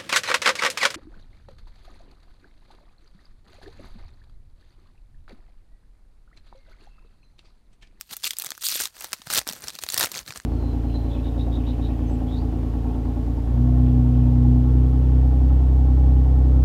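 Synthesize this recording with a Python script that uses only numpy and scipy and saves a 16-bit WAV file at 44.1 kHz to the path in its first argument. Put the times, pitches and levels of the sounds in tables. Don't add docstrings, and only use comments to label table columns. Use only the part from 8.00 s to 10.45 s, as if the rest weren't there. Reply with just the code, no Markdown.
import sys
import numpy as np
from scipy import signal
from scipy.io import wavfile
from scipy.ndimage import uniform_filter1d

SR = 44100
rng = np.random.default_rng(int(sys.argv[2]) if len(sys.argv) > 2 else 0)


def wav_out(sig):
    wavfile.write(sys.argv[1], SR, np.round(np.clip(np.atleast_2d(sig).T, -1, 1) * 32767).astype(np.int16))


N = 108045

# time in seconds, level in dB.
CRACKLE_LEVEL = [(0, -58.5), (.015, -58), (.05, -68.5), (.09, -59), (.11, -41.5), (.135, -37), (.16, -55.5),
                 (.228, -53), (.234, -33), (.277, -27.5), (.282, -41.5), (.32, -43.5), (.35, -57.5),
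                 (.38, -52.5), (.42, -38), (.435, -56), (.46, -40), (.48, -51.5), (.53, -53.5), (.6, -59),
                 (.612, -46), (.64, -36), (.66, -41), (.683, -61), (.69, -30.5), (.77, -29.5), (.785, -35),
                 (.81, -24), (.83, -32.5), (.855, -33.5), (.885, -53.5), (.925, -68), (.95, -52),
                 (.985, -48.5), (1.05, -40.5), (1.075, -51.5), (1.125, -54), (1.135, -40.5), (1.16, -55),
                 (1.25, -58.5), (1.27, -44.5), (1.292, -50.5), (1.31, -30.5), (1.35, -29.5), (1.391, -21),
                 (1.397, -39), (1.42, -48.5), (1.455, -63), (1.48, -39), (1.5, -36.5), (1.52, -49.5),
                 (1.565, -47.5), (1.61, -54), (1.64, -41), (1.66, -50.5), (1.685, -39), (1.715, -56),
                 (1.755, -40.5), (1.775, -56), (1.805, -55.5), (1.825, -38), (1.86, -53), (1.945, -33.5),
                 (1.97, -41.5), (2.01, -31), (2.04, -26.5), (2.06, -40.5), (2.1, -51), (2.16, -41),
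                 (2.2, -43), (2.25, -64.5), (2.28, -42), (2.345, -57.5), (2.365, -40), (2.39, -57.5),
                 (2.43, -62)]
# frequency in Hz, relative level in dB per Hz.
FOIL_COLOUR = [(710, -31.5), (1200, -7.5), (1540, -8.5), (2650, -3.5), (2860, -3.5), (4550, 1),
               (4960, -0.5), (9210, -1.5), (10500, -6), (12500, -2.5), (15000, -6.5), (16000, -5.5)]
# frequency in Hz, relative level in dB per Hz.
WRAPPER_BASS = [(150, -10.5), (350, -2.5), (700, 0.5), (1200, 0), (1800, 2.5), (3000, -14)]

PEAK_AT = 0.45
BASS_LENGTH = 0.94


def gain_of(db):
    return 10 ** (np.asarray(db) / 20)


def evened(x):
    return x / np.sqrt(np.mean(x ** 2, axis=-1, keepdims=True) + 1e-20)


def add(mix, s, sound):
    part = mix[round(s * SR):][:len(sound)]
    part += sound[:len(part)]


def curve(rows, column):
    rows = np.array(rows)
    return np.interp(np.arange(N) / SR, rows[:, 0], rows[:, column])


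def coloured(x, points):
    f, db = np.transpose(points)
    bins = abs(np.fft.fftfreq(8192, 1 / SR))
    log_gain = np.log(gain_of(np.interp(np.log(bins + 1), np.log(f + 1), db)))
    spectrum = np.exp(np.conj(signal.hilbert(log_gain)))
    taps = np.fft.ifft(spectrum).real[:4096]
    return signal.oaconvolve(x, taps / np.linalg.norm(taps))[:len(x)]


def ring(x, hz, width):
    r = np.exp(-np.pi * abs(width) / SR)
    poles = [1, -2 * r * np.cos(2 * np.pi * hz / SR), r * r]
    return signal.lfilter([1, 0, -1], poles, x) * np.sqrt((1 - r * r) / 2)


def burst(ms, noise):
    tail_t60, tail_db = 0.025, -13.5
    t = np.arange(len(noise)) / SR
    u = t / (PEAK_AT * ms / 1000)
    swell = u * np.exp(1 - u)
    tail = np.minimum(u, 1) * gain_of(tail_db - 60 * t / tail_t60)
    out = noise * (swell + tail)
    return out / np.linalg.norm(out)


def room_tone():
    # frequency in Hz, relative level in dB per Hz.
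    air_colour = [(18, 15), (30, 19), (112, 0), (336, -13), (1590, -46), (2410, -40), (6380, -32),
                  (16000, -39)]
    level_db = -61
    return gain_of(level_db) * evened(coloured(rng.standard_normal(N), air_colour))


def rumble():
    # time in seconds, level in dB added to the share of the crackle's level it follows.
    rumble_level = [(0, -31), (1.2, -46), (1.3, -30), (1.6, -18.5), (2.0, -30), (2.15, -18), (2.45, -20.5)]
    follows = 0.76
    noise = evened(ring(rng.standard_normal(N), 123, 250))
    crackle_db = uniform_filter1d(curve(CRACKLE_LEVEL, 1), size=500)
    return noise * gain_of(curve(rumble_level, 1) + follows * crackle_db)


def bumps():
    # time of the middle in seconds, peak of the swell in dB, pitch in Hz.
    finger_bumps = [(.12, -46, 200), (0.468, -48, 148), (1.199, -48.5, 232), (0.517, -47.5, 262),
                    (.82, -51.5, 60), (1.047, -44.5, 237), (1.135, -42.5, 213), (1.274, -38.5, 137),
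                    (1.386, -36.5, 103), (1.381, -32, 235), (1.406, -45, 50), (1.473, -35, 280),
                    (1.509, -35.5, 203), (1.538, -50, 280), (1.652, -45.5, 76), (1.842, -44.5, 69),
                    (1.95, -49, 100), (1.991, -40, 109), (2.045, -39, 98), (2.22, -45.5, 52.3),
                    (2.3, -39.5, 125), (2.38, -45, 62.5)]
    width_turns = 1.58
    out = np.zeros(N)
    for (s, db, hz), phase in zip(finger_bumps, rng.random(len(finger_bumps))):
        turns = np.arange(-.04, .04, 1 / SR) * hz
        swell = np.exp(-(2 * turns / width_turns) ** 2)
        add(out, s - .04, gain_of(db) * swell * np.sin(2 * np.pi * (turns + phase)))
    return out


def peel():
    # time in seconds, slips per second, level in dB before the seam's resonances.
    peel_course = [(.607, 500, -70), (.609, 520, -42), (.626, 600, -38), (.628, 250, -70),
                   (.6326, 250, -70), (.6332, 250, -30), (.642, 290, -28), (.648, 440, -26),
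                   (.658, 640, -24.5), (.666, 600, -26), (.671, 500, -28), (.684, 540, -31),
                   (.686, 500, -70)]
    # pitch in Hz, width in Hz, relative level in dB.
    seam_rings = [(3430, 870, -1.5), (4530, 380, -2.5), (6760, 1100, -4), (8850, 1200, 1), (12300, 1300, 0),
                  (14900, 530, -5)]
    jitter_turns, spread_db, colour_db = .04, 1.3, 2.5
    rate = curve(peel_course, 1)
    wander = evened(uniform_filter1d(rng.standard_normal(N), size=60))
    turns = np.cumsum(rate) / SR + jitter_turns * wander
    slips = np.diff(np.floor(np.maximum.accumulate(turns)), prepend=0) * np.sqrt(SR / rate)
    slips *= gain_of(curve(peel_course, 2) + spread_db * rng.standard_normal(N))
    out = np.zeros(N)
    for k, (hz, width, db) in enumerate(seam_rings):
        clicks = slips * gain_of(colour_db * rng.standard_normal(N))
        out += (-1) ** k * gain_of(db) * ring(clicks, hz, width)
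    return out / 2


def steady(x):
    return x / np.sqrt(uniform_filter1d(x ** 2, size=1500) + 1e-9)


def crackle():
    # time in seconds, share in dB.
    bass_share = [(.13, -9), (.24, -22), (.5, -4.5), (.62, -17), (.75, -27), (.9, -4.5), (1.3, -6.5),
                  (1.65, -2.5), (1.85, -18.5), (2.0, -3.5), (2.4, -4.5)]
    grains_per_s, spread_db, clump_db = 2200, 4.6, 2.3
    shortest_ms, longest_ms = .08, .5
    rustle_db = -8
    patches = 40

    smooth = uniform_filter1d(uniform_filter1d(rng.standard_normal(N), size=120), size=120)
    clumps = evened(smooth)
    size = gain_of(spread_db * np.minimum(rng.exponential(1, N), 4) + clump_db * clumps)
    size *= (rng.random(N) < grains_per_s / SR) * rng.choice([-1, 1], N)
    patch, fine, deep = rng.integers(0, patches, N), np.zeros(N), np.zeros(N)
    for k, hz in enumerate(rng.permutation(np.geomspace(1300, 14500, patches))):
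        fine_noise, deep_noise = rng.standard_normal((2, 500))
        ms = np.exp(rng.uniform(np.log(shortest_ms), np.log(longest_ms)))
        grain = burst(ms, fine_noise)
        hits = size * (patch == k)
        fine += signal.oaconvolve(hits, grain + ring(grain, hz, 700))[:N]
        deep += signal.oaconvolve(hits, burst(BASS_LENGTH * ms, deep_noise))[:N]

    fine_rustle, deep_rustle = gain_of(rustle_db) * rng.standard_normal((2, N))
    level = gain_of(curve(CRACKLE_LEVEL, 1))
    bass_level = level * gain_of(curve(bass_share, 1))
    foil = coloured(level * (steady(fine) + fine_rustle), FOIL_COLOUR)
    return foil + coloured(bass_level * (steady(deep) + deep_rustle), WRAPPER_BASS)


def chime(hz, ms, turn):
    extra_ms = 1.37
    t = np.arange(1200) / SR
    u = t / (PEAK_AT * (ms + extra_ms) / 2000)
    return u * np.exp(-u) * np.sin(2 * np.pi * (hz * t + turn))


def snaps():
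    # time in seconds, relative level in dB, nominal length in ms, ring pitch in Hz,
    # relative bass share in dB, treble against the band below 8 kHz in dB.
    crease_snaps = [(0.0111, -34, 0.49, 5570, -24, 4.5), (0.1335, -43.5, 1.1, 8700, -4.5, 10),
                    (0.1675, -38, 0.31, 11800, -15, 14.5), (0.2428, -25, 2.46, 3420, -27.5, 1.5),
                    (0.2542, -31, 1.2, 4400, -42, 3), (0.2625, -29.5, 1.5, 4640, -26, -10),
                    (0.2722, -31.5, 1.65, 3370, -14, -8), (0.3076, -24.5, 0.74, 3320, -39, -0.5),
                    (0.3335, -36.5, 2.4, 3340, -14, 2), (0.368, -38.5, 3, 4970, -20, 3),
                    (0.386, -36.5, 0.11, 11900, -28, 18.5), (0.3986, -33, 0.97, 6000, -17, 9),
                    (0.4215, -31, 1.2, 13000, -32, 7.5), (0.439, -40, 2.5, 1280, -7.5, 7),
                    (0.4461, -43, 2, 3670, -1, 17), (0.4622, -32.5, 0.53, 6070, -27, 6),
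                    (0.467, -32, 2.3, 9000, -12.5, -9), (0.4902, -44, 0.85, 3770, -4, 2),
                    (0.5053, -31, 1.2, 6000, -27, 3), (0.5185, -32, 0.87, 3500, -5, -7),
                    (0.551, -46, 0.58, 5860, -16, -9), (0.578, -44.5, 1.2, 1530, -6.5, 7),
                    (0.6267, -38.5, 0.3, 4830, -28, -3), (0.638, -37.5, 1.2, 1400, -20, -10),
                    (0.276, -39, 1.7, 5950, -20, -5), (0.6672, -23, 1.22, 4730, -43, -18),
                    (0.6865, -25.5, 0.4, 4500, -21.5, 7.5), (0.701, -36, 0.48, 8600, -24, 10),
                    (0.7163, -44, 1.9, 6940, -29, 21), (0.7244, -33, 0.26, 3600, -9.5, 1),
                    (0.742, -30.5, 1.9, 4380, -34, 5), (0.756, -29.5, 2.6, 3670, -7, 2.5),
                    (0.772, -34, 3.7, 3470, -28, 1), (0.8023, -30.5, 1.9, 1560, -5, 3),
                    (0.8097, -35, 1.13, 4940, -4, 15), (1.1202, -40.5, 0.37, 1770, -9, -12),
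                    (0.8365, -38.5, 1.9, 4500, -18, 13), (0.8553, -24.5, 1.04, 3740, -40, -8),
                    (1.0085, -40.5, 0.57, 8070, -35, 8), (1.0223, -39, 1.6, 6170, -18, 3),
                    (1.0441, -32.5, 1.17, 8900, -3, 4), (1.131, -20, 1.01, 5280, -23, -3.5),
                    (1.1349, -32, 0.78, 2500, -6, -3), (1.2181, -41, 2, 3140, -9, -27),
                    (1.2706, -39.5, 2.5, 1510, -2.5, -1), (1.3021, -27, 0.9, 1410, -11.5, 1.5),
                    (1.3144, -33, 1.9, 5400, -20, 2), (1.3367, -24.5, 1.4, 1590, -24, 9.5),
                    (1.3478, -26, 1.1, 5900, -27, 2), (1.3505, -31, 2.6, 7200, -24, 12.5),
                    (1.367, -26, 0.65, 5800, -19, -7), (1.3759, -23.5, 3.4, 5040, -4, 9),
                    (1.3852, -31, 1.63, 5000, -10, 11), (1.4148, -37.5, 1.1, 1940, -4, -25),
                    (1.4756, -33, 0.27, 5240, -12, 9), (1.489, -27, 0.4, 5540, -8.5, -3),
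                    (1.4976, -36.5, 0.89, 3960, -30, 2), (1.5252, -34.5, 0.96, 12900, -16, -1),
                    (1.533, -38.5, 1.5, 4630, -5, 10), (1.6214, -42, 0.33, 8700, -11, -14),
                    (1.6826, -28, 1.77, 5600, -30, -14), (1.7032, -36, 0.75, 3920, -23, -5),
                    (1.788, -33, 3.6, 3950, -11, -1), (1.8372, -27.5, 0.76, 4340, -9.5, 6),
                    (1.865, -35.5, 0.69, 4000, -8, -4), (1.8885, -27, 0.49, 4250, -36, 1.5),
                    (1.9016, -28, 0.24, 7060, -16, 2), (1.9224, -32.5, 1.9, 5840, -32, 8),
                    (1.9429, -25.5, 1.17, 4660, -10, 8.5), (1.9773, -22.5, 2, 5400, -11.5, 7.5),
                    (1.9948, -29, 0.25, 5000, -20, 12), (1.9989, -21, 1.84, 11900, -8, -10),
                    (1.981, -20.5, 1.7, 5380, -20, 1), (2.0091, -20.5, 1.93, 3900, -6.5, 1.5),
                    (2.0134, -26.5, 1.4, 6300, -4, 2), (2.0199, -37.5, 0.66, 2000, -10, 8),
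                    (2.0245, -37, 0.87, 910, -2, -8), (2.029, -28, 0.33, 6950, -9, -5),
                    (2.044, -26.5, 1.5, 1400, -6, -9), (2.0701, -35.5, 1.9, 2150, -3, -12),
                    (2.134, -51, 0.55, 3000, -20, -15), (2.1515, -33, 1.45, 6450, -17, -8),
                    (2.029, -20.5, 0.91, 4550, -10, -22), (2.0377, -22, 2, 3950, -3, -4),
                    (2.0532, -36.5, 0.61, 12100, -19, 11.5), (2.0589, -32, 0.69, 2660, -18, 8),
                    (2.1169, -32.5, 0.067, 6300, -8, 5.5), (2.1427, -35.5, 1.7, 2540, -20, -5),
                    (2.1586, -33, 1.04, 2060, -10, -12), (2.1655, -37.5, 1.7, 3330, -1.5, 1),
                    (2.1732, -34.5, 0.57, 6550, -24, 4), (2.1795, -33, 1.1, 4500, -15, -1),
                    (2.1906, -31.5, 0.7, 6330, -16, -16), (2.278, -34.5, 0.65, 4180, -26, -18),
                    (2.306, -34, 2.3, 2380, -7.5, -24), (2.3234, -39, 0.87, 1480, -17, -21),
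                    (2.3591, -37, 2.4, 1210, -6.5, -18), (2.375, -39, 0.16, 8400, -18, 1),
                    (2.4, -41, 0.71, 1790, -8, -16), (1.6728, -37, 0.88, 4100, -19, -10),
                    (2.263, -46, 0.6, 3750, -12, -5), (2.337, -45, 0.46, 5500, -12, -15),
                    (0.2373, -34, 2.5, 3520, -7.5, 2), (.873, -40.5, 1.1, 1690, -10, 3),
                    (1.4699, -38, 1.2, 2330, 1.5, -8), (1.696, -38, 0.73, 3680, -10, -17),
                    (1.8251, -41.5, 0.51, 1930, -10, -8), (1.965, -30.5, 2.9, 1850, -5, -5)]
    ring_db, wide_db, treble_length = -1.5, -1, .6
    spiky_db = 4
    noise, spikes = rng.standard_normal((len(crease_snaps), 3, 1200, 2)).transpose(3, 0, 1, 2)
    noise = noise * gain_of(spiky_db * spikes)
    low = signal.butter(4, 8000, "low", fs=SR, output="sos")
    high = signal.butter(4, 8000, "high", fs=SR, output="sos")
    deep = signal.butter(2, 1500, fs=SR, output="sos")
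    wide, ringing, bass = np.zeros((3, N))
    for row, noises, turn in zip(crease_snaps, noise, rng.random(len(crease_snaps))):
        s, db, ms, hz, bass_db, treble_db = row
        body_noise, treble_noise, bass_noise = noises
        body = evened(signal.sosfilt(low, burst(ms, body_noise)))
        treble = evened(signal.sosfilt(high, burst(treble_length * ms, treble_noise)))
        thump = evened(signal.sosfilt(deep, burst(BASS_LENGTH * ms, bass_noise)))
        start = s - PEAK_AT * ms / 2000
        size = gain_of(db) / 3
        add(wide, start, size * (body + gain_of(treble_db) * treble))
        add(ringing, start, size * evened(chime(hz, ms, turn)))
        add(bass, start, size * gain_of(bass_db) * thump / 2)
    foil = gain_of(wide_db) * coloured(wide, FOIL_COLOUR)
    return foil + gain_of(ring_db) * ringing + coloured(bass, WRAPPER_BASS)


def room(x):
    t60, tail_db, delay_s = 0.03, -19.5, 0.0062
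    t = np.arange(6000) / SR
    tail = rng.standard_normal(len(t)) * gain_of(-60 * t / t60) * (t > delay_s)
    taps = gain_of(tail_db) * tail / np.linalg.norm(tail)
    taps[0] = 1
    return signal.oaconvolve(x, taps)[:N]


def scene():
    air = room_tone()
    foil = room(snaps() + crackle() + peel())
    return (foil + bumps() + rumble() + air)[None]


def record(dry):
    ceiling, edge_hz = .62, 16000
    dry = signal.sosfilt(signal.butter(2, 45, "high", fs=SR, output="sos"), dry)
    dry = ceiling * np.tanh(dry / ceiling)
    low_pass = signal.firwin(255, edge_hz, window=("kaiser", 9), fs=SR)
    return signal.oaconvolve(dry, low_pass[None], "same")


dry = scene()
out = record(dry)
wav_out(out)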